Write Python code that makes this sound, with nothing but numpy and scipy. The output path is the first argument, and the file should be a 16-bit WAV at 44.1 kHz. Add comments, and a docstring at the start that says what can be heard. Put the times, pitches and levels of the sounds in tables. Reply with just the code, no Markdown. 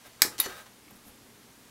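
"""Side cutters on a plastic sprue

Close to the microphone in a small room, cutters snip a plastic gate: two bright cracks ring the sprue.
The steel jaws click free and scrape out along the frame, which knocks as the fingers turn it.
The cutters then slide softly onto the next gate, over faint hiss, mains hum and a thin whine.
Cracks are coloured bursts, ringing is damped sines, and rubbing is grainy filtered noise."""
import sys
import numpy as np
from scipy import signal
from scipy.fft import rfft, irfft, next_fast_len
from scipy.io import wavfile
from scipy.ndimage import map_coordinates

SR = 44100
rng = np.random.default_rng(int(sys.argv[2]) if len(sys.argv) > 2 else 0)


def to_wav(sig):
    """Store sig (one row per channel, or 1-D mono) as 16-bit WAV at the path in sys.argv[1].

    Samples outside -1..1 are clipped; the rate is SR.
    """
    pcm = np.clip(np.atleast_2d(sig), -1, 1) * 32767
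    pcm = np.round(pcm).astype(np.int16)
    wavfile.write(sys.argv[1], SR, pcm.T)  # frames by channels


N = 74970


def snip():
    """The gate breaks in two quick cracks; the first sets the sprue's modes ringing."""
    # the gate breaking: (time [s], level [dB], tilt [dB per octave])
    fractures = [(0.2191, -2.5, -0.41), (0.2204, -9.5, 1.5)]
    # spectrum of a crack: (frequency [Hz], level [dB])
    crack_colour = [(60, -23.5), (400, -16), (1100, -13), (1700, -2), (2400, 0), (2850, -15.5), (3700, -3),
                    (5100, 1.5), (6500, -6.5), (8000, -3), (10000, -5), (12500, -1.5), (15700, -14)]
    # modes of the plastic sprue: (frequency [Hz], level [dB], T60 [s])
    sprue_modes = [(848, -14.5, 0.37), (1715, -6, 0.1), (1940, -19, 0.13), (2360, -18, 0.053),
                   (3990, -24, 0.033), (4510, -19, .14), (5050, 3, 0.039), (5510, -31, 0.094),
                   (6100, -30, 0.091), (6500, 3, 0.093), (7930, 6, 0.088), (8219, -24, 0.077),
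                   (8987, -22, 0.061), (13000, 5, 0.061)]
    crack_t60_s, sprue_db, crack_room_db = 0.011, -25, -6.5

    start, first_db, _ = fractures[0]
    cracks = sum(amp(db) * burst(crack_colour, tilt, s, crack_t60_s) for s, db, tilt in fractures)
    cracks_in_room = cracks + amp(crack_room_db) * room(cracks)
    return cracks_in_room + amp(first_db + sprue_db) * ring(sprue_modes, start)


def jaws():
    """The jaws spring free in a bright double click that leaves the steel ringing briefly."""
    # the jaws springing free: (time [s], level [dB], tilt [dB per octave])
    jaw_clicks = [(0.3998, -12.5, 0), (.4015, -13, 7)]
    # spectrum of a click: (frequency [Hz], level [dB])
    clink_colour = [(100, -45), (400, -28), (1100, -11), (2300, -13.5), (2950, -28), (3750, -4),
                    (5400, -17.5), (8800, -20), (9800, -6.5), (12000, -2), (13600, -6.5), (15700, -19)]
    # modes of the steel cutters: (frequency [Hz], level [dB], T60 [s])
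    steel_modes = [(3728, 2, .05), (4015, -10, .03), (4508, -12, .03), (10170, -15, .05), (10510, -11, .03),
                   (11095, -9, .08), (11790, -5, .09), (12310, -9, .06), (13500, -10, .04),
                   (14250, -14, .025)]
    clink_t60_s, steel_db, clink_room_db = 0.02, -9, -9.5

    start, first_db, _ = jaw_clicks[0]
    clicks = [amp(db) * burst(clink_colour, tilt, s, clink_t60_s) for s, db, tilt in jaw_clicks]
    clicks_in_room = sum(click + amp(clink_room_db) * room(click) for click in clicks)
    return clicks_in_room + amp(first_db + steel_db) * ring(steel_modes, start)


def scrape():
    """The blade scrapes out along the sprue: slips excite a few sharp resonances."""
    # loudness of the scrape: (time [s], level [dB])
    scrape_levels = [(.378, -64), (.388, -44), (.41, -36), (.436, -42), (.445, -38), (.464, -34),
                     (.472, -48.5), (.52, -72), (.56, -88)]
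    # broad spectrum: (frequency [Hz], level [dB])
    scrape_colour = [(200, -10), (900, -1), (2000, -1), (4500, -3), (8000, -6.5), (12000, -13),
                     (15500, -19)]
    # resonances added to it: (frequency [Hz], width [Hz], level [dB])
    scrape_peaks = [(2000, 120, 2.5), (2970, 120, 4.5), (4440, 200, 7.5), (6000, 25, 16.5),
                    (7080, 140, 2.5)]
    return level(scrape_levels) * friction(scrape_colour, scrape_peaks)


def knocks():
    """The frame jolts and flexes: dull bursts plus bending modes, damped by the hand."""
    # knocks of the frame in the hand: (time [s], level [dB], tilt [dB per octave])
    jolts = [(.225, -40.5, 2), (.248, -33.5, 0.5), (0.273, -45, -5.5), (.392, -43.5, -2.5),
             (.4625, -31.5, 1.5), (0.493, -48, 0)]
    # spectrum of a knock: (frequency [Hz], level [dB])
    knock_colour = [(30, -40), (110, -7.5), (200, -5), (320, 0), (520, -0.5), (720, -16.5), (1300, -6),
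                    (3000, -35), (15000, -55)]
    # bending modes of the whole frame: (frequency [Hz], level [dB], T60 [s])
    frame_modes = [(320, 4.5, 0.061), (404, 1.5, 0.063), (466, -3, 0.052), (560, -4, 0.058)]
    knock_t60_s, frame_db = 0.054, -7

    out = np.zeros(N)
    for s, db, tilt in jolts:
        thud = burst(knock_colour, tilt, s, knock_t60_s)
        out += amp(db) * (thud + amp(frame_db) * ring(frame_modes, s))
    return out


def taps():
    """Blade taps plastic: short noise ticks, each coloured by the spot that is touched."""
    # light taps: (time [s], level [dB], pitch [Hz], width between -6 dB points [octaves])
    touches = [(0.381, -36.5, 4500, 2.5), (0.386, -54, 2300, 0.8), (.388, -32.5, 6060, 1.5),
               (.498, -40, 1280, 0.86), (0.521, -46, 1800, 1.1), (0.659, -50.5, 980, 2),
               (0.664, -46, 1190, 3.2), (0.879, -53, 2200, 0.21), (.908, -50.5, 13000, .5),
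               (.910, -51, 900, 1.2)]
    tap_t60_s = 0.038

    out = np.zeros(N)
    for s, db, pitch, width in touches:
        def spot(hz):
            return 1 / np.hypot(1, 2 * np.log2((hz + 1) / pitch) / width) ** 2
        tick = filtered(rng.standard_normal(N), spot)
        out += amp(db) * unit(tick) * decay(s, tap_t60_s)
    return out


def rubs():
    """Fingers and handles rub on plastic in soft swells with narrow resonances."""
    # rubbing swells: (time of peak [s], rise [s], fall [s], level [dB])
    rub_swells = [(.066, 0.033, 0.023, -51), (.205, 0.015, 0.025, -54), (.338, .03, 0.037, -50.5),
                  (.497, .035, 0.056, -45), (.582, .06, 0.061, -47.5)]
    # broad spectrum: (frequency [Hz], level [dB])
    rub_colour = [(59, -39), (100, -16), (249, -31), (334, -16), (533, -4), (1010, -5.5), (1540, -4.5),
                  (2610, -9), (3820, -11), (6090, -15), (15800, -18)]
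    # resonances added to it: (frequency [Hz], width [Hz], level [dB])
    rub_peaks = [(1230, 14, 4), (1287, 24, 6.5), (1587, 32, 5), (3746, 44, 8)]
    return strokes(rub_swells) * friction(rub_colour, rub_peaks)


def slides():
    """Steel slides lightly in brief swells of grainy noise."""
    # sliding swells: (time of peak [s], rise [s], fall [s], level [dB])
    slide_swells = [(.067, .015, 0.021, -55), (.578, .03, 0.065, -66), (.96, 0.009, 0.022, -57.5),
                    (1.082, 0.046, 0.029, -53)]
    # spectrum of a slide: (frequency [Hz], level [dB])
    slide_colour = [(300, 11), (4000, -10), (9000, -5.5), (11800, 5.5), (13500, -2), (15800, -10)]
    return strokes(slide_swells) * friction(slide_colour)


def grip():
    """The grip rustles low: grainy noise weighted to the low mids."""
    # loudness of the rustle: (time [s], level [dB])
    grip_levels = [(0, -78), (.75, -67), (.92, -60), (1.0, -68), (1.11, -57), (1.17, -63), (1.33, -63.5),
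                   (1.7, -65)]
    # spectrum of the rustle: (frequency [Hz], level [dB])
    grip_colour = [(30, -15), (110, -6), (220, 0.5), (350, -4), (600, -13), (2000, -35.5), (15000, -56)]
    return level(grip_levels) * friction(grip_colour)


def background():
    """Steady coloured hiss with sine tones for the mains hum and a thin whine."""
    # spectrum of the hiss: (frequency [Hz], level [dB])
    hiss_colour = [(15, -54), (25, -28), (48, -10.5), (235, -6.5), (276, -9), (486, -7), (572, -13),
                   (637, -11), (769, -12), (834, -10.5), (905, -10.5), (12100, -18.5), (15800, -25)]
    # hum and whine: (frequency [Hz], rms level [dB])
    tones = [(60, -80.5), (120, -71.5), (240, -72), (11717, -77.5)]
    hiss_db = -56.5

    hum = np.zeros(N)
    for hz, db in tones:
        cycles = hz * clock() + rng.random()
        hum += amp(db) * np.sqrt(2) * np.sin(2 * np.pi * cycles)
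    return amp(hiss_db) * noise(hiss_colour) + hum


def room(x):
    """The short diffuse tail of the room, whose treble dies sooner than its bass."""
    # reverberation: (frequency [Hz], T60 [s])
    room_t60 = [(150, 0.54), (400, 0.32), (1040, 0.3), (2760, 0.16), (7280, 0.22), (15000, 0.17)]
    delay_s, build_s = 0.0018, 0.00099

    hz, t, grid = signal.stft(rng.standard_normal(SR // 2), SR, nperseg=256)
    fade = np.exp(-np.log(1000) * t / along(room_t60, hz)[:, None])
    tail = signal.istft(grid * fade, SR, nperseg=256)[1]
    since_arrival = np.maximum(np.arange(len(tail)) / SR - delay_s, 0)
    tail = tail * (1 - np.exp(-since_arrival / build_s))
    return signal.fftconvolve(x, tail / np.linalg.norm(tail))[:N]


def burst(colour, tilt_db, start, t60):
    """A very short crack whose energy is spread evenly over its tilted colour."""
    envelope = decay(start, t60)
    spectrum = rfft(rng.standard_normal(N) * envelope)
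    even = irfft(spectrum / (np.abs(spectrum) + 1e-12), N)  # keeps the phases, flattens the spectrum
    crack = filtered(even, lambda hz: amp(along(colour, hz) + tilt_db * np.log2(hz + 1)))
    crack = crack * (envelope > 0)  # silent before the start
    return crack * np.linalg.norm(envelope) / np.linalg.norm(crack)


def ring(modes, start):
    """Damped modes, struck with a little chance in level and phase each time."""
    out = np.zeros(N)
    chance = rng.standard_normal((len(modes), 2))
    for (hz, db, t60), (extra_db, phase) in zip(modes, chance):
        tone = np.sin(2 * np.pi * hz * (clock() - start) + np.pi * phase)
        out += amp(db + extra_db) * decay(start, t60) * tone
    return out


def friction(colour, peaks=()):
    """Dense slips of uneven size through a body's colour and resonances, at rms 1."""
    slips_hz, scatter_db = 909, 2
    sizes = map_coordinates(rng.standard_normal(N), [clock() * slips_hz], order=1)
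    slips = rng.standard_normal(N) * amp(scatter_db * sizes)

    def body(hz):
        resonance = 1
        for centre, width, db in peaks:
            damping = 1j * hz * width
            resonance = resonance + amp(db) * damping / (centre ** 2 - hz ** 2 + damping)
        return amp(along(colour, hz)) * resonance
    return unit(filtered(slips, body))


def strokes(rows):
    """Bell-shaped swells that rise to a peak and fall away."""
    t = clock()
    out = np.zeros(N)
    for peak, rise, fall, db in rows:
        span = np.where(t < peak, rise, fall)
        out += amp(db) * np.exp(-2 * ((t - peak) / span) ** 2)
    return out


def decay(start, t60, attack=0.00012):
    """A quick exponential rise, then a steady fall in dB; times in seconds."""
    t = np.maximum(clock() - start, 0)
    return (1 - np.exp(-t / attack)) * np.exp(-np.log(1000) * t / t60)


def noise(colour):
    """Noise of rms 1 with the given (frequency [Hz], level [dB]) colour."""
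    return unit(filtered(rng.standard_normal(N), lambda hz: amp(along(colour, hz))))


def filtered(x, response):
    """x shaped by a response that is a function of frequency in Hz."""
    size = next_fast_len(N + SR // 2)
    return irfft(rfft(x, size) * response(np.fft.rfftfreq(size, 1 / SR)), size)[:N]


def level(rows):
    """Gain per sample, drawn between (time [s], level [dB]) points."""
    return amp(np.interp(clock(), *np.transpose(rows)))


def along(points, hz):
    """Values between (frequency [Hz], value) points on a log frequency axis."""
    f, values = np.transpose(points)
    return np.interp(np.log(hz + 1), np.log(f + 1), values)


def clock():
    """The time of every sample in seconds."""
    return np.arange(N) / SR


def unit(x):
    """Scaled to rms 1."""
    return x / np.sqrt(np.mean(x ** 2) + 1e-20)


def amp(db):
    """Decibels to gain."""
    return 10 ** (np.asarray(db) / 20)


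def scene():
    """All sources in mono; the handling sounds share one room tail."""
    handling_room_db = -7.5
    handling = taps() + knocks() + (scrape() + rubs() + slides() + grip())
    cutting = snip() + jaws()
    handling_tail = amp(handling_room_db) * room(handling)
    return (cutting + handling + handling_tail + background())[None]


def record(dry):
    """The recorder rounds off the loudest peaks and cuts steeply above its band limit."""
    ceiling, top_hz = 1.6, 15750  # ceiling relative to full scale
    held = dry[0] / (1 + np.abs(dry[0] / ceiling) ** 6) ** (1 / 6)
    low_pass = signal.ellip(12, 0.1, 90, top_hz, fs=SR, output="sos")  # ripple, stop band [dB]
    return signal.sosfilt(low_pass, held)[None]


dry = scene()
out = record(dry)
to_wav(out)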